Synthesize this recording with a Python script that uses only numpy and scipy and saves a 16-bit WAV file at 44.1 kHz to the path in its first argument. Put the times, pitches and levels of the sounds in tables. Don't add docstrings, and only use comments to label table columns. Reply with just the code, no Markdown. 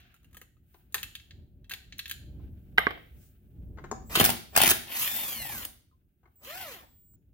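import sys
import numpy as np
from scipy import signal
from scipy.fft import rfft, irfft, next_fast_len
from scipy.io import wavfile
from scipy.ndimage import uniform_filter1d

SR = 44100
rng = np.random.default_rng(int(sys.argv[2]) if len(sys.argv) > 2 else 0)


def convert_level_to_amplitude(level_db):
    exponent = np.asarray(level_db, float) / 20
    return 10 ** exponent


def file_out(sig):
    cols = np.atleast_2d(sig).T
    lim = np.clip(cols, -1, 1)
    pcm = np.round(lim * 32767).astype(np.int16)
    wavfile.write(sys.argv[1], SR, pcm)


N = 323253
T = np.arange(N) / SR
LONG = next_fast_len(N + SR, True)
HZ = np.maximum(np.fft.rfftfreq(LONG, 1 / SR), 1)


def along_hz(table):
    hz, value = np.transpose(table)
    return np.interp(np.log(HZ), np.log(hz), value)


def band(colour, lo_hz, hi_hz):
    edges = np.sqrt((1 + (lo_hz / HZ) ** 8) * (1 + (HZ / hi_hz) ** 8))
    gain = convert_level_to_amplitude(along_hz(colour)) / edges
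    return gain / np.sqrt(np.mean(gain ** 2))


def thirds(colour):
    return band(colour, 1000, 6000), band(colour, 20, 1000), band(colour, 6000, 20000)


def shaped(x, gain):
    return irfft(rfft(x, LONG) * gain, LONG)[..., :N]


def causal(gain):
    cepstrum = irfft(np.log(gain + 1e-6), LONG)
    cepstrum[1:LONG // 2] *= 2
    cepstrum[LONG // 2 + 1:] = 0
    return np.exp(rfft(cepstrum))


def curves(tables, off=-140):
    s, *columns = np.transpose(sum(tables, []))
    running = sum((T > tab[0][0] - .003) & (T < tab[-1][0] + .02) for tab in tables) > 0
    fade = uniform_filter1d(1. * running, SR // 200)
    return [off + fade * (np.interp(T, s, c) - off) for c in columns]


def walk(rate):
    k = int(SR / rate)
    held = np.repeat(rng.standard_normal(N // k + 1), k)
    return 2.6 * uniform_filter1d(held, k)[:N]


def hits(events, colour, ring, ring_db, rise_ms, crack, strike=0):
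    push = np.zeros((3, N))
    t = T[:SR // 6]
    for s, mid_db, low_db, high_db, t60 in events:
        i = int(s * SR)
        shape = (1 - np.exp(-t * 1000 / rise_ms)) * convert_level_to_amplitude(-60 * t / max(t60, .004))
        burst = rng.standard_normal(len(t)) * shape / shape.max() / 2
        burst *= 1 + crack * np.exp(-t * 1000 / 0.64)
        burst[0] += strike
        push[:, i:i + len(t)] += convert_level_to_amplitude([mid_db, low_db, high_db])[:, None] * burst

    resonance = 0
    for hz, db, t60 in ring:
        resonance = resonance + convert_level_to_amplitude(db) / (1 + 1j * (HZ - hz) * np.pi * 2 * t60 / np.log(1000))
    tint = 1 + convert_level_to_amplitude(ring_db) * resonance / np.abs(resonance).max()
    tint = tint / np.sqrt(np.mean(np.abs(tint) ** 2))
    return sum(shaped(p, causal(g) * tint) for p, g in zip(push, thirds(colour)))


def contacts(table, t60, thud_db=0, edge_db=0):
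    return [(s, db, db + thud_db, db + edge_db + sum(edge), t60) for s, db, *edge in table]


def pings(table):
    out, t = np.zeros(N), T[:SR // 4]
    for s, db, hz, t60 in table:
        onset = np.minimum(t * hz * 2, 1)
        tone = convert_level_to_amplitude(db - 60 * t / t60) * onset * np.sin(2 * np.pi * hz * t)
        out[int(s * SR):][:len(t)] += tone
    return out


# (time [s], peak level [dB], thud below 1 kHz [rel dB], edge above 6 kHz [rel dB])
BLOWS = [(4.1533, -13, -15.5, -3), (4.158, -12.5, -9.5, -3.5), (4.164, -18.5, -7.5, -8),
         (4.172, -21.5, 5, -6.5), (4.1968, -15.5, -4, -0.5), (4.199, -10, -5.5, -1.5),
         (4.2079, -15, 5, 2.5), (4.2126, -15, 2.5, 1.5), (4.222, -32.5, 6, -3.5), (4.2304, -23, 5.5, -7),
         (4.2407, -11.5, -15.5, 1), (4.2488, -15.5, -17.5, 8), (4.258, -14, -13, 3),
         (4.269, -25.5, -0.5, -1), (4.2904, -18, -2.5, -0.5), (4.3005, -19, -6.5, 4),
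         (4.5516, -23.5, -13, -12), (4.562, -9, -16, 2.5), (4.5737, -11.5, -7.5, 4), (4.5812, -19, -10, 6),
         (4.6027, -16, -6.5, -6), (4.615, -13.5, -9.5, 4.5), (4.6245, -19.5, -18.5, 3),
         (4.634, -12, -7.5, 2), (4.645, -22, -6.5, 6), (4.658, -20, -17.5, 6), (4.666, -17.5, -16, 4),
         (4.675, -16.5, -8.5, 6.5), (4.689, -15, -17, 0.5), (4.697, -24.5, -6, 14), (4.7048, -16.5, -13, 7),
         (4.7125, -14.5, -3.5, 3), (5.6492, -35.5, -14.5, 11.5)]
# (frequency [Hz], level [dB])
HAMMER_COLOUR = [(40, -17.5), (100, -3), (201, -3.5), (243, -1.5), (288, -19), (341, -2), (520, -9.5),
                 (713, 1), (959, -10.5), (1490, -7), (1730, -9), (3130, -7.5), (8100, -27), (9200, -19),
                 (15600, -23)]
# (frequency [Hz], level [dB], t60 [s])
HAMMER_RING = [(240, -2, 0.08), (344, -5, 0.08), (9420, -11, 0.006), (14930, -8, 0.01)]


def hammer():
    t60 = 0.018
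    rows = [(s, db, db + thud, db + edge, t60) for s, db, thud, edge in BLOWS]
    return hits(rows, HAMMER_COLOUR, HAMMER_RING, ring_db=-1.5, rise_ms=1.4, crack=0.67, strike=1.4)


BAR_ORDERS_DB = [0, -7, -7, -10, -9, -10, -10]
MESH_ORDERS_DB = [1, 0, -6, -5, -1, -1, -1, -2, -2, -2, -4]
# (frequency [Hz], level [dB])
WHINE_COLOUR = [(1500, -9), (2250, -3), (2650, -5), (2900, -3), (3300, -1), (3600, -1), (4600, -12),
                (6500, -6), (7200, -2), (8000, -10), (10800, -2), (12500, -4), (15000, -8)]
GEAR_COLOUR = [(400, -15), (560, -8), (760, -9), (1000, -10), (1500, -1), (2100, 4), (2350, 2), (2550, -10),
               (3300, -12), (3800, -6), (4200, 8), (4700, -8), (5200, -9), (5800, 2), (6300, -4), (7000, 3),
               (8000, -6), (11500, 5), (12300, 3), (13000, -4), (15000, -8)]
MESH_PER_BAR, SHAFT_PER_BAR, PLANET_PER_BAR = .729, .066, .041


def whine(spin, tilt_db, bar_db, mesh_db):
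    bar_hz, whine_db = curves([spin])
    turn = 2 * np.pi * np.cumsum(np.maximum(bar_hz, 0) * (1 + 0.001 * walk(60))) / SR
    throb = 1 + .35 * np.cos(PLANET_PER_BAR * turn)
    bars = (1, bar_db, BAR_ORDERS_DB, WHINE_COLOUR)
    mesh = (MESH_PER_BAR, mesh_db, MESH_ORDERS_DB, GEAR_COLOUR)
    out = 0
    for ratio, level_db, orders, colour in (bars, mesh):
        body_hz, body_gain_db = np.transpose(colour)
        for k, order_db in enumerate(orders, 1):
            audible = k * ratio * bar_hz < 15800
            tone_hz = k * ratio * np.maximum(bar_hz, 1)
            body_db = np.interp(np.log(tone_hz), np.log(body_hz), body_gain_db)
            flicker_db = 1.2 * walk(20)
            tone_db = whine_db + level_db + order_db + tilt_db * np.log2(k) + body_db + flicker_db
            out = out + audible * convert_level_to_amplitude(tone_db) * np.sin(k * ratio * turn + k * k)
    return np.sqrt(2) * throb * out, SHAFT_PER_BAR * turn, bar_hz


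# (time [s], commutator frequency [Hz], whine level [dB])
FAST_SPIN = [(4.9, 1300, -66), (5.0, 2860, -47), (5.05, 3320, -44), (5.09, 3520, -43), (5.22, 3612, -42),
             (5.31, 3300, -41), (5.43, 2754, -45), (5.6, 1970, -49), (5.65, 1730, -56)]
SLOW_SPIN = [(6.44, 500, -64), (6.49, 766, -40), (6.53, 920, -41), (6.575, 1045, -42), (6.62, 1048, -42),
             (6.71, 690, -41), (6.78, 450, -47)]
# (time [s], brush hiss level [dB])
LOAD = [
    [(4.097, -53.5), (4.15, -37), (4.2, -30.5), (4.266, -42.5), (4.31, -36.5), (4.34, -61)],
    [(4.525, -67.5), (4.555, -41), (4.59, -30.5), (4.65, -29.5), (4.72, -30), (4.76, -72)],
    [(4.87, -53), (4.968, -38), (5.06, -38), (5.25, -46), (5.5, -48), (5.645, -50), (5.71, -93)],
    [(6.385, -99), (6.445, -54), (6.5, -48), (6.6, -46.5), (6.75, -53), (6.81, -63), (6.9, -91.5)],
]
# (frequency [Hz], level [dB])
MOTOR_COLOUR = [(29, -49), (50, -2.5), (144, -9), (183, -12.5), (227, -4), (435, -12.5), (566, -7.5),
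                (1630, -5.5), (1840, 0), (3190, -3), (3780, -5), (4160, -7), (7960, -12), (10400, -4),
                (13500, 2.5), (15600, -8)]
# (time [s], peak level [dB], frequency [Hz], t60 [s])
RATTLE = [(5.13, -44.5, 230, 0.31), (5.36, -44, 227, 0.27), (5.42, -46, 144.6, 0.39),
          (5.52, -47.5, 136.6, .3), (5.54, -47.5, 228.8, 0.28), (5.32, -36, 760, 0.037),
          (5.403, -38, 674, 0.029), (5.45, -36, 804, 0.02), (5.455, -43, 684, 0.024),
          (5.498, -34, 820, 0.024), (5.551, -35, 790, 0.024), (5.614, -48, 610, 0.064),
          (5.913, -66.5, 1239, 0.043), (5.925, -70, 1038, 0.16), (6.255, -58, 1253, 0.047)]


def motor():
    fast, fast_shaft, fast_hz = whine(FAST_SPIN, tilt_db=0, bar_db=-3, mesh_db=-8)
    slow, slow_shaft, slow_hz = whine(SLOW_SPIN, tilt_db=-8, bar_db=-40, mesh_db=-2)
    load_db, = curves(LOAD)
    octaves = np.log2(np.maximum(np.maximum(fast_hz, slow_hz), 700) / 1000)

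    growl_db = -56 + 0.081 * (load_db + 40.0) + 2.5 * octaves + 10.5 * (T < 4.8)
    growl_db = np.minimum(growl_db, load_db + 11.5)
    fizz_db = -45.5 + 0.77 * (load_db + 44.5) + 4.5 * uniform_filter1d(octaves, SR // 50)
    fizz_db = np.minimum(fizz_db, load_db + 17.5)

    beat = 1 + 0.028 * np.cos(fast_shaft + slow_shaft)
    grit = beat * convert_level_to_amplitude(0.72 * walk(150)) * rng.standard_normal(N)
    levels_db = (load_db, growl_db, fizz_db)
    hiss = sum(convert_level_to_amplitude(db) * shaped(grit, g) for db, g in zip(levels_db, thirds(MOTOR_COLOUR)))
    return hiss + pings(RATTLE), fast + slow


# (time [s], level [dB])
WHISTLE = [
    [(4.06, -66), (4.15, -61)],
    [(4.495, -77), (4.55, -67)],
    [(6.358, -78), (6.6, -76), (6.9, -82), (7.0, -77), (7.14, -77)],
]
# (time [s], level [rel dB])
WHISTLE_OCTAVE_DB = [(4.2, -6), (4.5, 3), (6.3, 7)]


def whistle():
    lower_db, = curves(WHISTLE)
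    upper_db = lower_db + np.interp(T, *np.transpose(WHISTLE_OCTAVE_DB))
    chop_hz = 7702 + 4.2 * walk(25)
    chop = 2 * np.pi * np.cumsum(chop_hz) / SR
    lower = convert_level_to_amplitude(lower_db + walk(26)) * np.sin(chop)
    upper = convert_level_to_amplitude(upper_db + walk(16)) * np.sin(2 * chop)
    return np.sqrt(2) * (lower + upper)


# (time [s], middle level [dB], bass level [dB], treble
# level [dB], t60 [s])
SEATING = [(0.7432, -69, -56, -82, 0.09), (0.9437, -36, -42.5, -83, 0.13), (1.716, -74, -52, -80, 0.2),
           (2.3955, -76, -55.5, -82, 0.049), (3.772, -50.5, -48.5, -94, 0.079),
           (3.7842, -45, -44, -77, 0.075), (3.8397, -42, -38.5, -55, 0.08), (3.913, -37, -23.5, -33, 0.037),
           (3.9254, -61, -24.5, -45, 0.0091), (4.0975, -50, -54.5, -57, 0.024),
           (5.6855, -54.5, -72, -69.5, 0.04), (6.2303, -70, -63.5, -84.5, 0.15),
           (6.2564, -63.5, -60.5, -90, 0.064), (6.2744, -69.5, -63, -97, 0.055),
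           (7.1364, -75.5, -79.5, -67, 0.038)]
# (frequency [Hz], level [dB])
SEAT_COLOUR = [(180, -43), (300, -11), (354, -4), (519, -13), (842, -8.5), (1560, -7.5), (1870, -12.5),
               (5340, -31), (6850, -23), (9240, -48), (16000, -54.5)]
# (frequency [Hz], level [dB], t60 [s])
SEAT_RING = [(228.9, -1.5, 0.27), (763, -3, 0.45), (2570, -20.5, 0.057), (3235, -28, 0.17),
             (4250, -11, 0.02), (7500, -21, 0.12)]


def seating():
    return hits(SEATING, SEAT_COLOUR, SEAT_RING, ring_db=1.0, rise_ms=0.36, crack=0.75)


# (time [s], middle level [dB], bass level [dB], treble level [dB], t60 [s])
EARLIER_TICK = [(0, -59, -90, -96, .4)]
# (time [s], peak level [dB])
FUMBLE = [(0.003, -64), (0.118, -76.5), (0.1416, -60.5), (0.163, -69), (0.231, -71), (0.2445, -63.5),
          (0.3107, -71), (0.33, -61.5), (0.3458, -55), (0.3689, -47.5), (0.415, -49.5)]
# (time [s], peak level [dB], edge above 6 kHz [rel dB])
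SCREWS = [(0.568, -73.5, -10), (0.7432, -54, -4), (0.9238, -61.5, 15), (0.9437, -20, 2.5),
          (0.9802, -33, -23.5), (1.0299, -26.5, 0.5), (1.1521, -31, -4.5), (1.198, -44, -22.5),
          (1.3085, -41, -20.5), (1.644, -55, -10), (1.696, -37, 0.5), (1.71, -34, -6), (1.716, -28, -4),
          (1.7365, -27.5, -3.5), (1.9242, -34.5, -29.5), (1.9821, -48.5, 11), (1.9918, -25, -6),
          (2.0571, -31.5, -11), (2.0792, -41, 4.5), (2.0962, -33, 2), (2.112, -25, -2.5)]
# (frequency [Hz], level [dB])
SCREW_COLOUR = [(180, -52), (300, -19), (900, -25), (1080, -18.5), (1410, -12), (1640, -9.5), (2210, -1.5),
                (3350, 3), (5160, -8), (6740, -9.5), (9000, -5.5), (13100, -4.5), (16000, -16)]
# (frequency [Hz], level [dB], t60 [s])
SCREW_RING = [(1640, -5.5, 0.028), (4300, -12, 0.021), (1860, -6, 0.027), (3260, -12, 0.17),
              (4074, -7.5, 0.049), (6860, -2.5, 0.0076), (9200, -10.5, 0.054), (2664, -3, 0.1),
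              (1254, -11.5, 0.093), (12800, -10.5, 0.093), (13300, -8.5, 0.05)]
# (time [s], peak level [dB], frequency
# [Hz], t60 [s])
CUP = [(0.002, -65, 2730, 0.19), (0.002, -72, 3250, .25), (0.163, -62, 2920, .04),
       (0.245, -59, 2800, 0.047), (0.346, -56, 3000, .03), (0.369, -48, 3110, 0.042),
       (0.415, -48.5, 2960, 0.04), (1.0299, -30, 2620, .03), (1.71, -31.5, 1560, .025),
       (2.112, -34.5, 1610, .025), (4.604, -16, 753, .02), (0.002, -69, 1520, .3),
       (0.142, -57, 1380, 0.046), (0.346, -54, 1250, 0.066), (0.369, -54, 1250, 0.054),
       (0.369, -59, 1860, 0.043), (0.415, -58, 1265, 0.055), (0.415, -47, 1910, 0.026),
       (0.568, -68.5, 1250, 0.036), (4.562, -33.5, 247.4, 0.072), (4.615, -29, 228, 0.058),
       (4.675, -34, 257, 0.074), (0.7432, -58, 1533, 0.038), (0.9437, -20.5, 1790, 0.016),
       (0.9437, -37.5, 1254, 0.031), (1.716, -38.5, 1604, 0.049), (1.9918, -46, 1630, 0.047),
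       (2.112, -41.5, 4086, 0.084), (4.2085, -17.5, 869, .018), (3.913, -30.5, 826, 0.063),
       (3.913, -34.5, 230.5, 0.19), (4.2, -22, 256.2, .12), (4.222, -25.5, 153.6, 0.078),
       (6.256, -63, 2138, 0.052), (6.84, -75, 3410, 0.45)]


def screws():
    fumble = contacts(FUMBLE, t60=0.06, thud_db=-2.5, edge_db=7)
    bounces = contacts(SCREWS, t60=0.049, thud_db=-37)
    ticks = hits(EARLIER_TICK + fumble + bounces, SCREW_COLOUR, SCREW_RING,
                 ring_db=9, rise_ms=0.064, crack=0.5, strike=2.9)
    return ticks + pings(CUP)


# (time [s], middle level [dB], bass level [dB], treble level [dB], t60 [s])
DROPS = [
    (2.7772, -16.5, -45, -36, 0.0088),
    (2.7818, -10, -18.5, -35.5, 0.013),
    (2.7899, -51, -29, -27.5, 0.014),
    (2.8679, -24, -20, -66, 0.0214),
    (2.9064, -31, -34.5, -49, 0.034),
    (2.9744, -49, -47, -66, 0.032),
]
# (frequency [Hz], level [dB])
DROP_COLOUR = [(120, -38.5), (200, -23), (700, -12), (1000, -16), (1600, -14.5), (2200, -13), (3830, -23),
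               (5200, -34), (6280, -47), (13600, -22.5), (16000, -52)]
# (frequency [Hz], level [dB], t60 [s])
DROP_RING = [(2100, -3, 0.01), (476, -9, 0.0097), (702, -11, 0.03), (1196, -10, 0.02), (1560, -2.5, 0.02),
             (3157, -8, 0.008)]


def dropped_part():
    return hits(DROPS, DROP_COLOUR, DROP_RING, ring_db=0, rise_ms=0.55, crack=0.94, strike=1.2)


# (time [s], peak level [dB], frequency
# [Hz], t60 [s])
PART_TONES = [(2.7817, -7, 1590, 0.032), (2.7817, -4.5, 2078, .022), (2.7817, -15, 3370, .014),
              (2.7817, -25.5, 1210, 0.091), (2.7817, -22, 688, 0.057), (2.7817, -28, 447, 0.051),
              (2.8679, -10, 1630, 0.016), (2.868, -12, 2050, .014), (2.868, -19, 1114, 0.048),
              (2.868, -21.5, 700, 0.033), (2.868, -16, 420, 0.016), (2.868, -29.5, 264, 0.044),
              (2.868, -47, 3260, .012), (2.9064, -40, 490, 0.031), (2.9064, -33, 1140, 0.026)]


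def part_tones():
    return pings(PART_TONES)


# (time [s], level [dB])
RUMBLE = [(0, -58), (0.521, -62), (1.0, -59.5), (2.001, -56.5), (2.429, -48.5), (2.8, -48), (3.399, -52),
          (3.62, -50.5), (3.85, -49), (4.15, -44.5), (4.24, -32.5), (4.4, -55), (4.7, -47), (5.0, -72.5),
          (5.5, -50.5), (5.76, -66), (6.4, -65.5), (7.33, -60)]
# (middle time [s], half length [s], rustle level [dB], swish level [dB])
STROKES = [(0.038, 0.14, -73, -86), (0.298, 0.13, -88, -93), (0.761, 0.077, -82, -73.5),
           (1.126, 0.2, -79.5, -78), (1.985, 0.24, -81.5, -88.5), (2.43, 0.033, -78.5, -90),
           (2.708, 0.55, -88.5, -81.5), (3.005, 0.11, -77.5, -77.5), (3.233, 0.1, -84, -72.5),
           (3.802, 0.59, -93.5, -84), (4.134, 0.064, -87, -64), (6.363, 0.078, -100, -88.5)]
# (frequency [Hz], level [dB])
AIR_COLOUR = [(12, -48), (20, -19), (43, -7.5), (65, -1), (187, -14), (234, -17.5), (357, -23),
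              (542, -38.5), (590, -31), (642, -42.5), (949, -46.5), (1030, -58), (2750, -61.5),
              (5680, -57.5), (16000, -44.5)]
RUSTLE_COLOUR = [(410, -39.5), (700, 1), (967, -26), (1210, -12), (1600, -5.5), (1820, -11.5), (2700, -8.5),
                 (5010, -19.5), (6000, -18), (7800, -43.5), (13200, -120)]


def air():
    rustle_gain, hiss_gain = convert_level_to_amplitude(-100), convert_level_to_amplitude(-88.5)
    for mid_s, half_s, rustle_db, swish_db in STROKES:
        stroke = np.exp(-((T - mid_s) / half_s) ** 2)
        rustle_gain = rustle_gain + convert_level_to_amplitude(rustle_db) * stroke
        hiss_gain = hiss_gain + convert_level_to_amplitude(swish_db) * stroke

    mid, side = rng.standard_normal((2, N))
    pair = np.array([mid + side, mid - side])
    near_alike = np.array([mid + .25 * side, mid - .25 * side])
    rumble_db = np.interp(T, *np.transpose(RUMBLE)) + 1.8 * walk(9)
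    rumble = convert_level_to_amplitude(rumble_db) * shaped(near_alike, band(AIR_COLOUR, 10, 900))
    rustle = shaped(pair, band(RUSTLE_COLOUR, 880, 4300)) * convert_level_to_amplitude(walk(61))
    hiss = shaped(pair, band(AIR_COLOUR, 5300, 30000))
    brush = convert_level_to_amplitude(-76) * np.exp(-((T - 3.24) / 0.057) ** 2)
    sleeve = brush * shaped(pair, band(AIR_COLOUR, 5000, 7000))
    return rumble + convert_level_to_amplitude(3.0) * rustle_gain * rustle + hiss_gain * hiss + sleeve


# (frequency [Hz], t60 [s])
ROOM_T60 = [(100, 0.65), (1000, 0.37), (4000, 0.5), (15000, 0.3)]


def room(dry, wet_db, delay_s):
    noise, tail, t = rng.standard_normal((2, SR)), 0, T[:SR]
    table_hz, table_t60 = np.transpose(ROOM_T60)
    for hz in 125 * 2 ** np.arange(8):
        t60 = np.interp(np.log(hz), np.log(table_hz), table_t60)
        octave = shaped(noise, np.exp(-2 * np.log2(HZ / hz) ** 2))[:, :SR]
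        tail = tail + octave * convert_level_to_amplitude(-60 * t / t60)
    tail = tail * np.clip(t / delay_s, 0, 1) ** 2
    return convert_level_to_amplitude(wet_db) * shaped(dry, rfft(tail, LONG)) / np.sqrt(np.sum(tail ** 2) / 2)


def ports(sound, pan_db, lag_ms, scatter_db=-4, scatter_ms=2.5, corner_hz=1500, sway_hz=0):
    t = T[:SR // 50]
    scatter = rng.standard_normal((2, 2, len(t))) * np.exp(-t * 1000 / scatter_ms)
    scatter = rfft(scatter / np.sqrt(np.sum(scatter ** 2, axis=2, keepdims=True)), LONG)
    share = convert_level_to_amplitude(scatter_db) * HZ / np.sqrt(HZ ** 2 + corner_hz ** 2)
    lags_ms = lag_ms * np.array([[1], [-1]]) + abs(lag_ms)
    direct = np.exp(-1j * np.pi * HZ * lags_ms / 1000)
    direct = convert_level_to_amplitude([[pan_db / 2], [-pan_db / 2]]) * direct / np.sqrt(1 + share ** 2)
    sway = 2 * np.pi * sway_hz * T
    one, other = shaped(sound, direct * share * scatter)
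    return shaped(sound, direct) + np.cos(sway) * one + np.sin(sway) * other


def scene():
    hiss, song = motor()
    tool = hammer() + hiss
    seat, ticks = seating(), screws()
    drop, tones = dropped_part(), part_tones()

    near = ports(tool, pan_db=0.74, lag_ms=-.182, scatter_db=4.5, sway_hz=3.5, scatter_ms=1.9)
    near = near + ports(song, pan_db=0, lag_ms=-.03, scatter_db=-12)
    near = near + ports(seat, pan_db=5.5, lag_ms=0.079)
    near = near + ports(ticks, pan_db=1.9, lag_ms=-0.064)
    near = near + ports(drop + tones, pan_db=-4, lag_ms=.2, scatter_db=-5)

    to_room = 0.67 * ticks + 0.87 * drop + .08 * tones + 1.1 * seat + 0.81 * tool + .15 * song
    return near + room(to_room, wet_db=-7, delay_s=0.0027) + whistle() + air()


def band_limit(x):
    return signal.sosfilt(signal.butter(12, 16970, fs=SR, output="sos"), x)


def record(dry):
    port_db = 7 * np.exp(-((HZ - 15100) / 1600) ** 2)
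    port = shaped(dry, convert_level_to_amplitude(port_db))
    rounded = 1.3 * np.tanh(port / 1.3)
    top_cut = signal.ellip(6, .3, 30, 15850, fs=SR, output="sos")
    mix = signal.sosfilt(top_cut, rounded)
    return band_limit(mix)


dry = scene()
out = record(dry)
file_out(out)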